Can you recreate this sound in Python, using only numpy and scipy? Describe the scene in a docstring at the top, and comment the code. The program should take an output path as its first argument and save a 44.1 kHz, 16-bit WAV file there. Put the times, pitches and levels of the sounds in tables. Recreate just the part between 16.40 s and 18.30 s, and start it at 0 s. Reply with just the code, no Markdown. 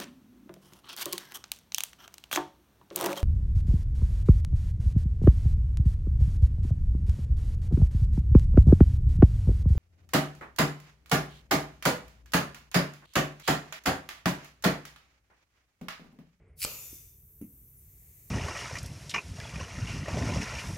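"""A compressed-air valve, turned open by hand in a small workshop, heard close by on two microphones.
Air (shaped noise) swells through the gap; the valve catches and snaps home (cracks, metal rings, a pop).
The regulator bowls fill with a fading, resonant hiss; a thin leak stays and a broader hiss grows late.
Around it: the hand's rub, a faint squeak (gliding tones), the snap's low thump and later dull knocks
(decaying sines, two with a slight rattle), a tiny whistle (a gliding tone) and low room rumble (noise)."""
import sys
import numpy as np
from scipy import signal
from scipy.fft import rfft, irfft
from scipy.io import wavfile

SR = 44100
rng = np.random.default_rng(int(sys.argv[2]) if len(sys.argv) > 2 else 0)


def unload_audio(sound):
    """Save the sound as a 16-bit wav file, at the path given as the first command line argument."""
    columns = np.transpose(np.atleast_2d(sound))
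    # keep every value between -1 and 1, then stretch to whole-number steps
    steps = np.round(np.clip(columns, -1, 1) * 32767)
    wavfile.write(sys.argv[1], SR, steps.astype(np.int16))


N = 83790  # length [samples], 1.9 s
TIME = np.arange(N) / SR  # [s]
FREQUENCY = np.arange(N // 2 + 1) * SR / N  # [Hz]


def undb(db):
    """Decibels to gain."""
    return 10 ** (np.asarray(db) / 20)


def curve(rows):
    """Gain over time from (time [s], level [dB]) points; silent before the first."""
    times, levels = np.array(rows, float).T
    return undb(np.interp(TIME, times, levels)) * (TIME >= times[0])


def lows(x, hz):
    """Gentle low-pass that adds no delay."""
    sos = signal.butter(2, min(hz, SR * .45), fs=SR, output="sos")
    return signal.sosfiltfilt(sos, x)


def waver(hz):
    """Random wandering up to a given rate, spread 1."""
    slow = lows(rng.standard_normal(N + SR), hz)
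    x = slow[SR // 2:SR // 2 + N]  # away from the filter's edges
    return x / x.std()


def burst(start, decay):
    """Sudden onset, exponential fall."""
    age = TIME - start
    return (age >= 0) * np.exp(-np.abs(age) / decay)


def noise(colour, peaks=()):
    """Noise of rms 1 with a broad colour, and resonances or notches on top."""
    hz, db = np.array(colour, float).T
    shape = np.interp(np.log(np.maximum(FREQUENCY, 1)), np.log(hz), db)
    for centre, width, lift in peaks:
        shape = shape + lift / (1 + (2 * (FREQUENCY - centre) / width) ** 2)
    x = irfft(rfft(rng.standard_normal(N)) * undb(shape), N)
    return x / x.std()


MICROPHONE_LAG_S = .000016


def microphones(x):
    """The sound reaches the left microphone a little before the right."""
    delay = np.exp(-2j * np.pi * FREQUENCY * MICROPHONE_LAG_S)
    return np.array([x, irfft(rfft(x) * delay, N)])


ALIKE_BELOW_HZ, BASS_SCATTER = 1100, .3  # BASS_SCATTER: each side's own share of the lows


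def scatter(n):
    """Two scattered fields from three noises: the long waves reach both microphones nearly alike."""
    own = lows(n[:2], ALIKE_BELOW_HZ)
    common = lows(n[2], ALIKE_BELOW_HZ)
    return n[:2] - own + BASS_SCATTER * own + np.sqrt(1 - BASS_SCATTER ** 2) * common


# share of the power common to both microphones
AIR_LIKENESS, HISS_LIKENESS, CLICK_LIKENESS = .72, .45, .8


def wide(colour, likeness, peaks=()):
    """Stereo noise: a part shared by both microphones and a part scattered by the wall."""
    scattered = scatter(np.array([noise(colour, peaks) for _ in range(3)]))
    shared = microphones(noise(colour, peaks))
    return np.sqrt(likeness) * shared + np.sqrt(1 - likeness) * scattered


def pan(x, db):
    """Leans a stereo sound to the left by db (negative: to the right)."""
    return x * undb(np.array([[db], [-db]]) / 2)


# 60 dB decay of the lows and of the treble, wait before the first reflection
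ROOM_T60_S, ROOM_TREBLE_T60_S, ROOM_DELAY_S = .57, .14, .0068
ROOM_SPLIT_HZ = 7000


def room(x, wet_db):
    """Adds the diffuse workshop tail; the treble dies sooner."""
    n = scatter(rng.standard_normal((3, N)))
    low = lows(n, ROOM_SPLIT_HZ)
    low_tail = low * undb(-60 * TIME / ROOM_T60_S)
    treble_tail = (n - low) * undb(-60 * TIME / ROOM_TREBLE_T60_S)
    tail = (low_tail + treble_tail) * (TIME > ROOM_DELAY_S)
    tail = tail / np.sqrt(np.sum(tail ** 2) / 2)
    return x + undb(wet_db) * signal.fftconvolve(x, tail, axes=1)[:, :N]


# colour of the room's rumble: (frequency [Hz], level [dB])
RUMBLE_COLOUR = [(20, -17), (40, -2), (62, 7), (90, -0.5), (140, -3), (200, -17), (280, -24.5), (430, -21),
                 (700, -51), (1500, -56), (4000, -71), (15000, -60)]
RUMBLE_DB, RUMBLE_SCATTER_DB = -58, -42  # scatter: relative to the shared rumble


def rumble():
    """Low room noise, nearly the same at both microphones."""
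    shared = microphones(noise(RUMBLE_COLOUR))
    scattered = np.array([noise(RUMBLE_COLOUR) for _ in range(2)])
    return undb(RUMBLE_DB) * (shared + undb(RUMBLE_SCATTER_DB) * scattered)


# level of the hand's rub: (time [s], level [dB])
RUB_LEVEL = [(0, -67.5), (.11, -69), (.2, -78), (.3, -95)]
# colour of the rub: (frequency [Hz], level [dB])
RUB_TONE = [(200, -17.5), (420, 5), (900, -12.5), (1800, -13.5), (2150, -6), (2700, -19), (3600, -30),
            (9000, -35.5), (11000, -57)]


def rub():
    """The hand rubs on the valve: soft noise, mostly low-pitched, that fades."""
    return wide(RUB_TONE, AIR_LIKENESS) * curve(RUB_LEVEL)


def gliding_tone(rows, wobble, ratio=1):
    """A thin unsteady sine along (time [s], frequency [Hz], level [dB]) points."""
    times, hz, db = np.array(rows, float).T
    pitch = ratio * np.interp(TIME, times, hz) * (1 + wobble * waver(730))
    level = undb(np.interp(TIME, times, db)) * (TIME > times[0]) * (TIME < times[-1])
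    return microphones(level * np.sin(2 * np.pi * np.cumsum(pitch) / SR))


# glide of the squeak's lower partial: (time [s], frequency [Hz], level [dB])
SQUEAK_GLIDE = [(.05, 7400, -104), (.08, 8400, -90), (.11, 8950, -93), (.165, 9350, -96)]
SQUEAK_RATIO, SQUEAK_UPPER_DB = 1.075, -1  # upper partial against the lower
SQUEAK_WOBBLE = .02  # spread of the pitch, as a share
SQUEAK_FLICKER_DB, SQUEAK_FLICKER_HZ = 4, 60


def squeak():
    """The turning valve squeaks faintly: two rising, wobbling partials that flicker in level together."""
    lower = gliding_tone(SQUEAK_GLIDE, SQUEAK_WOBBLE)
    upper = gliding_tone(SQUEAK_GLIDE, SQUEAK_WOBBLE, SQUEAK_RATIO)
    flicker = undb(SQUEAK_FLICKER_DB * waver(SQUEAK_FLICKER_HZ))
    return (lower + undb(SQUEAK_UPPER_DB) * upper) * flicker


# level of the rush through the opening valve: (time [s], level [dB])
RUSH_LEVEL = [(.158, -79), (.176, -57.5), (.186, -52), (.2, -42.5), (.224, -34), (.244, -30.5), (.255, -54),
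              (.28, -82), (.34, -110)]
# colour of the rush: (frequency [Hz], level [dB])
RUSH_TONE = [(200, -40), (700, -35), (1200, -13.5), (1800, -12), (2600, 0), (3500, -6.5), (4500, 0.5),
             (6600, -8.5), (8000, -5.5), (8800, -7), (9900, 4), (11400, -5.5), (12800, 4.5), (13600, -3.5),
             (16000, -3.5)]
RUSH_SPLIT_HZ, RUSH_LOW_LAG_S = 5000, .015  # the lows come in as the gap widens
CRACKLE_HZ, CRACKLE_DB = 505, 1  # quick unevenness: top rate, spread


def rush():
    """Air swells and crackles through the widening gap, treble first."""
    jet = wide(RUSH_TONE, AIR_LIKENESS) * undb(CRACKLE_DB * waver(CRACKLE_HZ))
    low = lows(jet, RUSH_SPLIT_HZ)
    flow = curve(RUSH_LEVEL)
    late_flow = np.interp(TIME - RUSH_LOW_LAG_S, TIME, flow)
    # the lows rise late but fall with the treble
    return (jet - low) * flow + low * np.minimum(flow, late_flow)


# clicks of the slipping valve: small catches, the loud snap home, one faint click after:
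# (time [s], level [dB])
CLICK_EVENTS = [(0.205, -40), (0.218, -28.5), (0.2278, -26), (0.2309, -26.5), (0.2394, -24),
                (0.2411, -25.5), (.2482, -19), (0.2609, -39)]
# short ring of the valve body: (frequency [Hz], level [dB], 60 dB decay [s])
BODY_MODES = [(1320, -11.5, 0.0051), (2374, -7.5, 0.02), (2902, -8, 0.023), (4373, -8.5, 0.025),
              (4820, -6.5, 0.04), (5380, -10.5, .022), (7250, -15, 0.019), (7710, -6.5, 0.017),
              (7947, -9, 0.015), (8048, -16, 0.021), (11950, -16, .03)]
# colour of the crack that starts each click: (frequency [Hz], level [dB])
CRACK_TONE = [(300, -29), (900, -27), (1400, -21), (2400, 3), (3500, -5.5), (4900, 4), (6200, -5),
              (8000, 5), (9000, -9), (12000, -0.5), (16000, -20)]
BODY_DB, CRACK_DB = -5, -.5  # relative to the click
CRACK_S, CONTACT_S = .0018, .00022  # decay of the crack, rise of each click


def clicks():
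    """Every click gives a sharp crack and rings the metal body as decaying sines."""
    out = 0
    for start, db in CLICK_EVENTS:
        age = np.maximum(TIME - start, 0)
        ring = 0
        for hz, mode_db, t60 in BODY_MODES:
            phase = 2 * np.pi * (hz * age + rng.random())
            ring = ring + undb(mode_db - 60 * age / t60) * np.sin(phase)
        crack = wide(CRACK_TONE, CLICK_LIKENESS) * burst(start, CRACK_S)
        contact = 1 - np.exp(-age / CONTACT_S)
        click = undb(BODY_DB) * microphones(ring) + undb(CRACK_DB) * crack
        out = out + undb(db) * click * contact
    return out


RUSH_ROOM_DB, CLICK_ROOM_DB = -6, -10.5
PAN_SPLIT_HZ, LOW_PAN_DB, HIGH_PAN_DB = 3500, -2.8, 1


def valve():
    """Rush and clicks in the room: below the split they lean right, the treble left; the pop is central."""
    out = room(rush(), RUSH_ROOM_DB) + room(clicks(), CLICK_ROOM_DB)
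    low = lows(out, PAN_SPLIT_HZ)
    return pan(low, LOW_PAN_DB) + pan(out - low, HIGH_PAN_DB) + pop()


# level of the thin leak: (time [s], level [dB])
LEAK_LEVEL = [(.2, -91), (.4, -65), (.9, -58), (1.2, -56.5), (1.5, -58.5), (1.9, -57)]
# colour of the leak: (frequency [Hz], level [dB])
LEAK_TONE = [(1000, -24), (2300, -27.5), (3300, -33.5), (5200, -32.5), (6100, -23), (7500, -19),
             (8200, -15.5), (10500, -14), (11500, -6), (13500, -0.5), (16000, -10)]


def leak():
    """A thin, treble-heavy hiss grows and stays on, slightly to the left."""
    return pan(wide(LEAK_TONE, HISS_LIKENESS) * curve(LEAK_LEVEL), .5)


# level of the hiss that fills the bowls: (time [s], level [dB])
FILL_LEVEL = [(.235, -63), (.262, -42.5), (.33, -44), (.39, -46.5), (.435, -45.5), (.55, -48), (.61, -52.5),
              (.66, -55.5), (.72, -60.5), (.85, -72.5)]
# colour of the filling hiss: (frequency [Hz], level [dB])
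FILL_TONE = [(300, -8.5), (900, -17.5), (1700, -18.5), (4200, -15), (6000, -1), (8400, -5), (11000, -5),
             (13000, 0), (16000, -6)]
# resonances of the air passages and one notch (negative lift): (frequency [Hz], width [Hz], lift [dB])
PASSAGE_SHAPE = [(2380, 1100, 12), (3585, 180, 13.5), (5050, 63, 14.5), (5236, 156, -28), (5940, 1040, 6),
                 (6960, 190, 6), (7960, 130, 8.5), (9440, 520, 7), (9980, 250, 9), (12190, 1090, 11),
                 (12900, 890, 3.5), (15000, 630, 12.5)]


def fill():
    """The bowls fill through ringing passages: resonant noise and the jet's notes, leaning left."""
    hiss = wide(FILL_TONE, HISS_LIKENESS, PASSAGE_SHAPE) * curve(FILL_LEVEL)
    return pan(hiss + singing(), 1.8)


# low thump of the valve's snap (first two rows), then dull knocks in the fitting:
# (time [s], level [dB], pitch [Hz], decay [s], rattle level [dB])
THUD_EVENTS = [(0.2493, -24, 323, 0.00096, -46), (0.2495, -40, 150, 0.0027, -78),
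               (0.5294, -36, 312, 0.0025, -99), (1.0138, -27.5, 255, 0.0033, -53),
               (1.0237, -28.5, 262.5, 0.0071, -75), (1.0409, -35.5, 219, 0.0086, -77)]
# colour of the rattle: (frequency [Hz], level [dB])
RATTLE_TONE = [(500, 7.5), (900, -6), (1200, -1.5), (1700, -13), (2100, 0.5), (2800, -1.5), (3400, -21),
               (5500, -16), (6500, 1), (7700, -16), (10300, -4), (11000, 11), (11700, -9.5), (16000, 0.5)]
THUD_RISE_S, RATTLE_S = .00049, .02  # rise of a thud, decay of a rattle
THUD_TOP_HZ, THUD_ROOM_DB = 480, -16


def thump_and_knocks():
    """Short low thuds (decaying sines), two of them with a slight rattle, in the room."""
    thuds, shake = 0, 0
    for start, db, hz, decay, rattle_db in THUD_EVENTS:
        age = np.maximum(TIME - start, 0)
        envelope = (1 - np.exp(-age / THUD_RISE_S)) * np.exp(-age / decay)
        thuds = thuds - undb(db) * envelope * np.sin(2 * np.pi * hz * age)
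        shake = shake + undb(rattle_db) * burst(start, RATTLE_S)
    rattle = shake * wide(RATTLE_TONE, AIR_LIKENESS)
    return room(microphones(lows(thuds, THUD_TOP_HZ)) + rattle, THUD_ROOM_DB)


# colour of the pop of pressure: (frequency [Hz], level [dB])
POP_TONE = [(100, -26), (300, -2), (600, 2), (900, -7.5), (1300, 0), (2200, -13.5), (8000, -45)]
POP_S, POP_DB, POP_DECAY_S, POP_ROOM_DB = .2495, -31, .0017, -5


def pop():
    """The valve seats with a short hollow pop of pressure that carries into the room."""
    puff = microphones(noise(POP_TONE)) * burst(POP_S, POP_DECAY_S)
    return room(undb(POP_DB) * puff, POP_ROOM_DB)


# notes of the jet as the bowls fill: (pitch [Hz], width [Hz], level [dB], loudest at [s], swell [s])
SUNG_NOTES = [(2610, 400, -57, .33, 0.084), (7070, 185, -54, .37, 0.11), (12350, 760, -50.5, 0.37, 0.096),
              (15400, 600, -64, 0.36, 0.075)]
JET_ONSET_S = .03  # the notes build up once the valve has seated
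JET_RISE_PER_S = .06  # share by which the notes climb as the pressure builds


def singing():
    """Airy notes of the jet, narrow bands of noise, swell and fade close together, climbing slightly."""
    out = 0
    for hz, width, db, peak, swell in SUNG_NOTES:
        pitch = hz * (1 + JET_RISE_PER_S * (TIME - peak))
        phase = 2 * np.pi * np.cumsum(pitch) / SR
        # random sine and cosine parts spread each note into a band
        shared, left, right = (
            waver(width / 2) * np.sin(phase) + waver(width / 2) * np.cos(phase) for _ in range(3))
        own = np.array([left, right])
        note = np.sqrt(HISS_LIKENESS) * microphones(shared) + np.sqrt(1 - HISS_LIKENESS) * own
        out = out + undb(db) * np.exp(-((TIME - peak) / swell) ** 2 / 2) * note
    return out * np.clip((TIME - POP_S) / JET_ONSET_S, 0, 1)


# level of a broader hiss that grows late: (time [s], level [dB])
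SEEP_LEVEL = [(1.15, -82), (1.45, -65.5), (1.65, -61.5), (1.9, -60)]
# colour of the broader hiss: (frequency [Hz], level [dB])
SEEP_TONE = [(400, -5), (800, -14), (1500, -18.5), (2100, -6), (3200, -18), (4000, -15.5), (5200, -14.5),
             (6500, -4), (10000, -4.5), (16000, -3.5)]


def seep():
    """A broader hiss joins the leak late, leaning left."""
    return pan(wide(SEEP_TONE, HISS_LIKENESS) * curve(SEEP_LEVEL), 2.0)


# glide of the leak's tiny whistle: (time [s], frequency [Hz], level [dB])
WHISTLE_GLIDE = [(1.366, 10000, -80), (1.373, 10450, -61), (1.386, 10530, -59), (1.404, 10250, -64),
                 (1.417, 8650, -68), (1.428, 7850, -66), (1.436, 6800, -82)]
WHISTLE_WOBBLE = .003  # spread of the pitch, as a share


def whistle():
    """The leak whistles briefly: one thin tone that edges up, then slides down."""
    return gliding_tone(WHISTLE_GLIDE, WHISTLE_WOBBLE)


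def scene():
    """The hand turns the squeaking valve; hiss, knocks and a whistle follow over the workshop's rumble."""
    hand = rub() + squeak()
    air = leak() + fill() + seep() + whistle()
    return rumble() + hand + valve() + air + thump_and_knocks()


RUMBLE_CUT_HZ, TOP_HZ = 35, 15750


def record(dry):
    """The recorder thins the deepest bass and cuts the top steeply."""
    bass_cut = signal.butter(2, RUMBLE_CUT_HZ, "highpass", fs=SR, output="sos")
    top_cut = signal.ellip(12, .2, 80, TOP_HZ, fs=SR, output="sos")
    return signal.sosfilt(top_cut, signal.sosfilt(bass_cut, dry))


dry = scene()
out = record(dry)
unload_audio(out)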